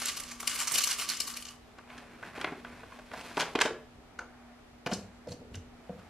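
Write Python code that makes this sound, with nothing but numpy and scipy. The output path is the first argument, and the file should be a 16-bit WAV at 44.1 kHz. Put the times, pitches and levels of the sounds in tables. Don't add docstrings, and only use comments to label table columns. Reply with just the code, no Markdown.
import sys
import numpy as np
from scipy import signal
from scipy.fft import rfft, irfft, next_fast_len
from scipy.io import wavfile
from scipy.ndimage import uniform_filter1d

SR = 44100
rng = np.random.default_rng(int(sys.argv[2]) if len(sys.argv) > 2 else 0)


def generate_wav(signal):
    frames = np.transpose(np.atleast_2d(signal))
    scaled = np.clip(frames, -1, 1) * 32767
    pcm = np.round(scaled).astype(np.int16)
    wavfile.write(sys.argv[1], SR, pcm)


N = 268569
T = np.arange(N) / SR


def undb(db):
    return 10 ** (np.asarray(db) / 20)


def at_hz(table, hz):
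    pitches, values = np.transpose(table)[:2]
    return np.interp(np.log(np.maximum(hz, 1)), np.log(np.maximum(pitches, 1)), values)


def colour(x, table):
    return irfft(rfft(x) * undb(at_hz(table, np.fft.rfftfreq(len(x), 1 / SR))), len(x))


def unit(x):
    return x / np.sqrt(np.mean(x ** 2))


def wander(rate):
    hold = int(SR / rate)
    steps = np.repeat(rng.standard_normal(N // hold + 1), hold)
    return 1.3 * uniform_filter1d(uniform_filter1d(steps, hold), hold)[:N]


def curves(table):
    times, *columns = np.transpose(table)
    return [np.interp(T, times, column, left=-120, right=-120) for column in columns]


def clicks(rate, scatter_db):
    spikes = (rng.random(N) < rate / SR) * rng.choice([-1, 1], N)
    return spikes * undb(scatter_db * np.minimum(rng.exponential(size=N), 4))


def ring(hz, db, fade_s):
    t = np.arange(int(min(fade_s.max(), .08) * SR)) / SR
    gain = undb(db + 2 * rng.standard_normal(len(hz)))
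    gain *= (-1) ** np.arange(len(hz))
    return gain @ (np.exp(-np.log(1000) * t / fade_s[:, None]) * np.sin(2 * np.pi * hz[:, None] * t))


def contacts(length_ms, swell, count):
    touches, chance = np.zeros(2048), rng.random((count, 2))
    place = np.r_[0, chance[1:, 0]]
    shape_db = np.where(place < swell, -14 * (1 - place / swell), -8 * (place - swell) / (1 - swell))
    when = (place * length_ms * SR / 1000).astype(int)
    np.add.at(touches, when, undb(3.1 * np.log(chance[:, 1]) + shape_db))
    spectrum = rfft(touches)
    even = spectrum / np.sqrt(uniform_filter1d(np.abs(spectrum) ** 2, size=5))
    return irfft(even) * (np.arange(2048) < 1500)


def blows(events, tones, tilt, band_hz, crack_db, crack_cycles, crack_fade_s, swell, touches):
    out, crack_hz = np.zeros(N), np.geomspace(110, 15000, 64)
    own_hz, own_db, own_fade_s = tones
    crack_levels = crack_db - 20 * np.clip(np.log2(220 / crack_hz), 0, 1)
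    band = signal.butter(2, band_hz, "band", fs=SR, output="sos")
    for start, peak_db, favoured_hz, length_ms, *tilt_settings in events:
        hz = np.r_[own_hz, crack_hz]
        hz *= undb(.12 * rng.standard_normal(len(hz)))
        fade_s = np.r_[own_fade_s, np.minimum(crack_cycles / hz[-64:] + .002, crack_fade_s)]
        db = np.r_[own_db, crack_levels] + at_hz(tilt(*tilt_settings), hz)
        db += 7.1 * np.exp(-(np.log(hz / favoured_hz) / 0.15) ** 2)
        blow = signal.fftconvolve(ring(hz, db, fade_s), contacts(length_ms, swell, touches))
        blow *= undb(peak_db) / np.abs(signal.sosfilt(band, blow)).max()
        first = int(start * SR)
        out[first:first + len(blow)] += blow[:N - first]
    return out


# pitch in Hz, relative level in dB.
NOISE_TONE = [(12, -66), (20, -9.5), (49, -7), (207, -12.5), (245, -8.5), (362, -13.5), (416, -10.5),
              (519, -15.5), (746, -13), (1040, -20.5), (1230, -19), (1630, -22.5), (1820, -22.5),
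              (13100, -44.5), (15500, -118)]
# pitch in Hz, side compared with mid in dB.
NOISE_SIDE = [(60, -31), (110, -11.5), (200, -7), (380, -3), (700, -7), (1290, -3.5), (2380, -1),
              (4400, 1.5), (8120, 0.5), (15000, 0)]


def room_noise():
    mid, side = np.zeros(N), colour(colour(rng.standard_normal(N), NOISE_TONE), NOISE_SIDE)
    for low, high in [(10, 150), (150, 600), (600, 2500), (2500, 20000)]:
        band = colour(rng.standard_normal(N), [(low / 1.1, -60), (low, 0), (high, 0), (high * 1.1, -60)])
        flicker_db = (1.46 + 0.69 * np.exp(-low / 900)) * wander(3.94)
        mid += undb(flicker_db) * colour(band, NOISE_TONE)
    gain = undb(-59.5) / np.std(colour(mid, [(280, -60), (300, 0)]))
    return gain * mid, gain * side


# pitch in Hz, average level in dB, waver in dB.
BACKGROUND_TONES = [(59.2, -68, 1.2), (241, -60, 3), (13006, -92, 2.5), (14357, -98, 2.5)]


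def hum_and_high_tones():
    out = np.zeros(N)
    for hz, db, waver_db in BACKGROUND_TONES:
        height = np.sqrt(2) * undb(db + waver_db * wander(11))
        out += height * np.sin(2 * np.pi * hz * T + 0.72 * wander(8.5))
    return out


# pitch in Hz, width in Hz (wider dies sooner), relative level in dB.
HOPPER_TONES = [(1185, 47, -0.5), (2163, 25, 3), (2970, 51, 3), (3730, 36, -2.5), (4390, 123, 11.5),
                (5125, 17, 1), (5203, 52, 4.5), (6100, 86, 7), (6656, 59, 2), (7434, 124, 10.5),
                (7950, 43, 1.5), (8960, 190, 6), (10500, 40, -11.5), (11330, 78, -10)]
# time in seconds, level in dB.
ROLL_LEVELS = [(0, -38), (.045, -45.5), (.09, -41.5), (.135, -46), (.24, -47.5), (.3, -56.5), (.33, -50.5),
               (.385, -58.5), (.405, -43), (.465, -50.5), (.5, -39.5), (.57, -42), (.615, -37), (.655, -43),
               (.695, -41.5), (.72, -39), (.745, -34), (.77, -34), (.81, -39), (.86, -41), (.92, -37.5),
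               (.965, -46), (1.0, -40.5), (1.075, -46), (1.11, -38.5), (1.15, -43), (1.19, -50),
               (1.23, -47.5), (1.35, -46), (1.5, -53.5), (1.62, -78)]
# pitch in Hz, relative level in dB.
TICK_TONE = [(290, -64), (500, -16), (1030, -20), (1160, 1.5), (1300, -4.5), (2200, -2), (2700, -2.5),
             (2960, 1.5), (3250, -4), (6000, -4), (11600, -15.5), (15500, -36)]


def beans_rolling():
    level_db, = curves(ROLL_LEVELS)
    speed_db = np.clip(level_db + 45.5, -12, 12)
    hollow_db, fizz_db = -12 - 0.7 * speed_db, -7 + 0.34 * speed_db
    ticks = unit(colour(clicks(2600, 2.5) * undb(3.4 * wander(43.82)), TICK_TONE))
    hz, width, db = np.transpose(HOPPER_TONES[:1])
    fade_s = 1.2 * np.minimum(0.78 / width, .014)
    hollow = unit(signal.fftconvolve(clicks(250, 0.79), ring(hz, db, fade_s))[:N])
    fine_ticks = clicks(3300, 3.1) * undb(5.5 * wander(60.4))
    fizz = unit(colour(fine_ticks, [(5000, -15), (9000, -4), (15000, -15)]))
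    return undb(level_db) * (ticks + undb(hollow_db) * hollow + undb(fizz_db) * fizz)


def stray_handfuls(count, length_ms=10, hollow_db=-8, fizz_db=-5):
    times, roll_db = np.transpose(ROLL_LEVELS)
    chance = rng.random((count, 3))
    starts = times[-2] * (np.arange(count) + chance[:, 0]) / count
    hz = np.array(HOPPER_TONES)[1 + (chance[:, 1] * 9).astype(int), 0]
    peak_db = np.interp(starts, times, roll_db) + 13 - 5 * chance[:, 2]
    return [(*row, length_ms, hollow_db, fizz_db) for row in zip(starts, peak_db, hz)]


# start in seconds, peak in dB, favoured pitch in Hz, length in ms,
# hollow ring in dB, fizz in dB.
BEAN_HANDFULS = [(0.0155, -25.5, 2190, 9.4, -5, -3), (0.054, -21.5, 7100, 7, -47, 5),
                 (0.064, -27, 4310, 12.7, -28, -3), (0.080, -24, 4130, 15, -22, -1),
                 (0.1134, -33, 2930, 13, -32, 0), (0.1653, -28, 2940, 12.5, -13, 3),
                 (0.198, -28, 2220, 9, -13.5, 2), (0.233, -33, 2700, 8.4, -24, -2),
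                 (0.285, -43, 6100, 8, -30, 1), (0.312, -32, 2240, 10, -6, -6),
                 (0.399, -27.5, 2320, 10, -10, 4), (0.4262, -34.5, 3690, 8.8, 6.5, 1),
                 (0.4722, -13, 2650, 8.5, -23, 1.5), (0.5541, -28.5, 2200, 12, -7.5, 7),
                 (0.586, -26, 8140, 13, -6, -2), (0.597, -19.5, 2890, 9.3, -17, 0),
                 (0.6096, -25.5, 7900, 16, -3, -1), (0.6706, -18.5, 5770, 12.8, -10.5, -2),
                 (0.7095, -29.5, 2240, 12, -2, -4), (0.735, -20.5, 5800, 16, -11, -1),
                 (0.7433, -21.5, 3020, 12, -20, -3), (0.752, -18.5, 2830, 11, -17, -7),
                 (0.779, -16.5, 6100, 10.6, -22, 3), (0.812, -23.5, 5970, 16, -35, -1),
                 (0.8345, -15.5, 2870, 12.7, -39, 1), (0.8707, -18.5, 6070, 9.3, -15, 5),
                 (0.908, -21.5, 2900, 11.3, -11, -2), (0.9244, -31, 2950, 14.7, -29, -3),
                 (0.984, -23.5, 2900, 19, -10.5, -1), (1.0092, -27.5, 2950, 17, -4.5, 3),
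                 (1.087, -20.5, 5660, 9, -33, 0), (1.0957, -19, 4800, 10.3, -18.5, 1.5),
                 (1.113, -32, 4400, 8.5, -20, 3), (1.1667, -29, 6070, 12, -17, -2),
                 (1.2008, -19.5, 5300, 8, -23, 1), (1.213, -26.5, 4430, 9.1, -36, -2),
                 (1.268, -28, 2420, 19, -9, 4), (1.297, -34, 7950, 8, -11, 0),
                 (1.3651, -25.5, 2420, 11, -22, 4), (1.4225, -32, 3000, 9.4, -26, -3),
                 (1.4493, -31, 2940, 9.5, -33, -10), (1.4835, -34, 2950, 8.7, -35, -13)]


def beans_landing():
    def tilt(hollow, fizz):
        return [(500, hollow - 14), (1100, hollow + 14), (2500, 0), (7000, 0),
                (11000, fizz + 6), (15000, fizz + 0.51)]
    hz, width, db = np.transpose(HOPPER_TONES)
    tones = hz, db, np.minimum(0.78 / width, .014)
    return blows(BEAN_HANDFULS + stray_handfuls(count=12), tones, tilt, band_hz=(1500, 12000),
                 crack_db=0.54, crack_cycles=14.7, crack_fade_s=0.025, swell=0.4, touches=40)


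# time in seconds, level in dB, treble in dB.
SLIDE_LEVELS = [(1.75, -62, -19), (1.974, -52.5, -10), (2.122, -61, -13), (2.24, -52.5, -11.5),
                (2.41, -45.5, -13.5), (2.476, -44.5, -20), (2.632, -67.5, -7), (2.66, -51, -14),
                (2.972, -57.5, -8.5), (3.1, -67.5, -6), (3.13, -44.5, -10.5), (3.17, -48, -7.5),
                (3.22, -52, -5), (3.27, -53, -4), (3.348, -49.5, -6.5), (3.4, -41.5, -5),
                (3.47, -48.5, -12), (3.54, -58.5, 0)]


def canister_slide():
    level_db, treble_db = curves(SLIDE_LEVELS)
    grit = clicks(1500, 1.1) * undb(2.6 * wander(29.91))
    dull = unit(colour(grit, [(110, -5), (190, 3.5), (350, -1), (1200, 1), (2500, -2), (5000, -53)]))
    sharp = unit(colour(grit, [(1500, -15.5), (3500, 1), (8000, -10), (11000, -13), (15000, -24)]))
    return undb(level_db) * (dull + undb(treble_db) * sharp)


# pitch in Hz, relative level in dB, fade time in seconds.
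CANISTER_TONES = [(310, 4, 0.028), (427, -2.5, 0.036), (855, -3, 0.013), (1199, -13, 0.05),
                  (1503, -7.5, 0.022), (1665, -7.5, 0.05), (2088, -13.5, 0.05)]
# start in seconds, peak in dB, favoured pitch in Hz, length in ms,
# then low thud, hard edge and high tick, each in dB.
CANISTER_KNOCKS = [(1.782, -39.5, 1080, 6.4, -25, -3, -22), (1.9, -38.5, 2100, 6.5, -43, 1, -31),
                   (1.977, -39.5, 1670, 8.1, -48, 6, -9), (2.227, -30.5, 1670, 6.2, -24, -8, -44),
                   (2.374, -33, 510, 5.3, 0, 5, -27), (2.411, -27, 1370, 7.7, -19, 9.5, -10),
                   (2.443, -17.5, 2200, 3.9, -13.5, 6.5, -22), (2.519, -33, 307, 10, -11, -14, -30),
                   (2.645, -30.5, 1350, 4.9, -23, 2, -30), (2.831, -38, 417, 6.6, -22, -10, -41),
                   (2.918, -41.5, 1080, 8.5, -25, -7, -28), (2.987, -38.5, 684, 8.1, -13.5, -3, -24),
                   (3.114, -35, 2040, 5.7, -11, -1, -21), (3.133, -30, 756, 9, -18, -10, -23),
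                   (3.177, -39, 1470, 3.1, -26, 0.5, -20), (3.207, -36.5, 2800, 7.5, -19, 3, -10.5),
                   (3.308, -38, 394, 7.8, -17, -9, -29), (3.369, -21, 500, 4.8, -13, 0, -21),
                   (3.375, -19.5, 920, 3.75, -11.5, -10, -20), (3.395, -23.5, 900, 4, -17, 9, -10),
                   (3.399, -17.5, 1000, 2.5, -14, 8.5, -6), (3.406, -18, 1300, 2.5, -27, 13, -2.5),
                   (3.411, -22, 1500, 8.2, -16, 9, -6), (3.422, -27, 940, 11, -11.5, 7, -19),
                   (3.551, -16.5, 505, 3.1, -5.5, 2, -24), (3.556, -23, 2830, 3.1, -17, 9, -11),
                   (3.588, -19.5, 2100, 3.2, -26, -2, -22), (3.601, -21, 2020, 10.3, -28, 3, -12),
                   (3.611, -11, 1580, 1.49, -28, 8, -16), (3.615, -14.5, 1020, 3.17, -17, 5.5, -4),
                   (3.621, -24, 900, 6.4, -15, 0, -20), (3.651, -20, 438, 4, -12, -13, -30),
                   (3.656, -19.5, 415, 5.45, -10, 10.5, -8.5), (3.664, -30.5, 1400, 20.6, -14, -4, -24),
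                   (3.699, -33, 470, 17, -9, -12, -42)]


def canister_knocks():
    def tilt(thud, edge, tick):
        return [(120, thud - 4), (200, thud + 5), (300, thud + 5), (430, thud + 11), (1300, 0.4),
                (3000, edge), (5500, tick + 12), (9000, tick + 3), (14000, tick - 12)]
    return blows(CANISTER_KNOCKS, np.transpose(CANISTER_TONES), tilt, band_hz=(300, 6000),
                 crack_db=0.95, crack_cycles=16.2, crack_fade_s=0.025, swell=0.22, touches=12)


# pitch in Hz, relative level in dB, fade time in seconds.
LID_TONES = [(102, 7.5, 0.12), (196.3, 4.5, 0.068), (261, -1, 0.062), (352, -1, 0.035), (445, 1, 0.027),
             (518, 4, 0.044), (727, 3.5, 0.029), (863, 3, 0.033), (1222, -6, 0.042), (1366, -9, 0.028)]
# start in seconds, peak in dB, favoured
# pitch in Hz, length in ms, then thud, body, clack and tick, each in dB, and the tick's pitch in Hz.
LID_KNOCKS = [(4.187, -30.5, 1270, 6.6, -34, -26, 21, 5, 2600),
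              (4.189, -40, 2020, 4.9, -34, -30, 8, 6, 6500), (4.199, -39, 960, 17, -28, -9, 14, -1, 2720),
              (4.22, -45.5, 900, 20, -28, -16, 11, -6, 2700), (4.861, -25, 374, 3.8, -34, -2, 0, 3, 2500),
              (4.867, -26, 380, 7, -30, -2, 6.5, 2, 4540), (4.88, -36, 750, 23.5, -20, 1, -3, 0, 2900),
              (4.912, -27, 696, 8.4, -30, -2, -4, 3, 3000), (4.919, -23, 204, 8.2, -28, 6, 0, -1, 4400),
              (4.930, -36.5, 520, 12, 0, 1, -8, 19, 5100), (4.939, -43, 200, 14, -19, 1.5, -12, 13, 4400),
              (4.955, -44, 446, 14, 6, -1, -8, 2, 5100), (5.269, -33, 505, 7.2, -20, -8, -28, -11, 5000),
              (5.283, -40.5, 105, 11, 9, 0.5, 1, 14.5, 4470),
              (5.298, -39.5, 260, 7.1, 14, 12, -12, -2, 4500),
              (5.315, -37.5, 530, 13, 2.5, 1.5, -26, 10, 4700),
              (5.335, -42, 420, 9.6, -8, 14, -23, -5, 5500),
              (5.408, -41.5, 493, 10.5, -18, -8, -42, -24, 4400),
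              (5.51, -44, 447, 10.7, -1, 0, -5, -20, 3000), (5.539, -44, 397, 11.6, 1, 7, 8, 18, 2930),
              (5.550, -42.5, 105, 11.6, 8.5, 1, 3, 17.5, 6150),
              (5.563, -43.5, 103, 9.4, 21, 3, -9, 1.5, 5100), (5.651, -61, 236, 8.6, -8, 4, -15, -10, 6100),
              (5.892, -29.5, 525, 4.2, -13, 2, -20, -17, 3000),
              (5.899, -34, 200, 9.85, -10, 7, -22, -30, 3000), (5.985, -48, 200, 14, -1, -8, 4.5, 4, 2600)]
# time in seconds, level in dB.
RUB_LEVELS = [(4.87, -64), (4.89, -68), (4.92, -51), (4.94, -43), (4.97, -66), (5.0, -58), (5.05, -75),
              (5.26, -88), (5.28, -62), (5.33, -63), (5.4, -87), (5.53, -76), (5.55, -60), (5.6, -82),
              (5.66, -83)]


def lid():
    def tilt(thud, body, clack, tick, tick_hz):
        dip = min(thud, body)
        return [(105, thud), (125, dip - 9), (160, dip - 7), (200, body), (280, body - 5),
                (360, -1.5), (520, -2.5), (800, -7.5), (1400, clack), (tick_hz / 1.28, tick - 6),
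                (tick_hz, tick), (tick_hz * 1.37, tick - 7), (14000, tick - 24)]
    hz, db, fade_s = np.transpose(LID_TONES)
    wall_hz, width, wall_db = np.transpose(HOPPER_TONES[2:])
    wall_fade_s = np.minimum(1.7 / width, .02)
    tones = np.r_[hz, wall_hz], np.r_[db, wall_db - 13], np.r_[fade_s, wall_fade_s]
    knocks = blows(LID_KNOCKS, tones, tilt, band_hz=(150, 1500),
                   crack_db=-0.35, crack_cycles=21.7, crack_fade_s=.03, swell=0.35, touches=30)
    grit = clicks(1200, 2.5) * undb(3.42 * wander(50.5))
    wall = unit(signal.fftconvolve(grit, ring(wall_hz, 0.65 * wall_db, .6 * wall_fade_s))[:N])
    scrape = unit(colour(grit, [(700, -16), (1800, 0), (5000, -1), (8000, -21), (14000, -38)]))
    rub_db, = curves(RUB_LEVELS)
    return knocks + undb(rub_db) * (wall + undb(-3.5) * scrape)


# time in seconds, level in dB.
SHUDDER_LEVELS = [(4.85, -74), (4.914, -62), (4.986, -55), (5.01, -61), (5.054, -55), (5.126, -65),
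                  (5.16, -58), (5.244, -67), (5.288, -55), (5.318, -56), (5.408, -66), (5.442, -59),
                  (5.494, -58), (5.572, -58), (5.65, -58), (5.716, -70), (5.746, -68), (5.784, -85),
                  (5.87, -72), (5.904, -52), (6.004, -56), (6.09, -62)]
# pitch in Hz, relative level in dB.
SHUDDER_TONE = [(35, -22), (55, 1), (75, 0), (98, 2), (120, -22), (200, -58)]


def casing_shudder():
    level_db, = curves(SHUDDER_LEVELS)
    return undb(level_db) * unit(colour(rng.standard_normal(N), SHUDDER_TONE))


# pitch in Hz, fade time in seconds before time_scale shortens it.
ECHO_FADES = [(150, 0.52), (500, 0.46), (2000, 0.4), (6000, 0.28), (14000, 0.23)]


def room_echo(time_scale):
    t, echo = np.arange(SR // 2) / SR, 0
    noise, octave = rfft(rng.standard_normal(len(t))), np.log2(np.fft.rfftfreq(len(t), 1 / SR) + 1)
    for centre in np.arange(5, 15.5, .5):
        band = irfft(noise * np.clip(1 - 2 * np.abs(octave - centre), 0, 1), len(t))
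        echo += band * np.exp(-np.log(1000) * t / (time_scale * at_hz(ECHO_FADES, 2 ** centre)))
    spectrum = rfft(echo * np.minimum(t / 0.0012 / time_scale, 1))
    power = np.abs(spectrum) ** 2
    ripple = uniform_filter1d(power, size=31) / uniform_filter1d(power, size=301)
    echo = irfft(spectrum / np.sqrt(ripple))[:-2000]
    return echo / np.sqrt(np.sum(echo ** 2))


# pitch in Hz, gain in dB.
PORT_TONE = [(60, -45), (200, -21), (700, -11.5), (1300, -8.5), (2400, -11), (3300, -5.5), (4400, 5),
             (6000, 7.5), (8100, 10.5), (11000, 15.5), (15000, 16)]


def port_difference(direct):
    turn = np.exp(-1j * (np.pi / 2 + 1.33 * wander(160)))
    shifted = (signal.hilbert(direct, next_fast_len(N))[:N] * turn).real
    echoes = undb(-20.5) * room_echo(0.056) + undb(-16.5) * room_echo(0.95)
    return colour(undb(-14) * shifted + signal.fftconvolve(direct, echoes)[:N], PORT_TONE)


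# pitch in Hz, gain in dB.
WALL_TONE = [(150, -3), (330, -0.5), (700, -1), (2000, -2.5), (4000, -1.5), (9000, 0)]


def scene():
    direct = beans_landing() + beans_rolling() + canister_knocks() + canister_slide() + lid()
    bass_cut = signal.butter(2, 85, "high", fs=SR, output="sos")
    direct = signal.sosfilt(bass_cut, direct)
    echo = colour(signal.fftconvolve(direct, room_echo(0.92))[:N], WALL_TONE)
    difference = port_difference(direct)
    noise_mid, noise_side = room_noise()
    mid = direct + undb(-6.5) * echo + noise_mid + hum_and_high_tones() + casing_shudder()
    side = difference + noise_side
    return np.array([mid + side, mid - side])


def record(dry):
    soft = signal.sosfilt(signal.butter(3, 14300, fs=SR, output="sos"), dry)
    return signal.sosfilt(signal.ellip(10, .2, 80, 15500, fs=SR, output="sos"), soft)


dry = scene()
out = record(dry)
generate_wav(out)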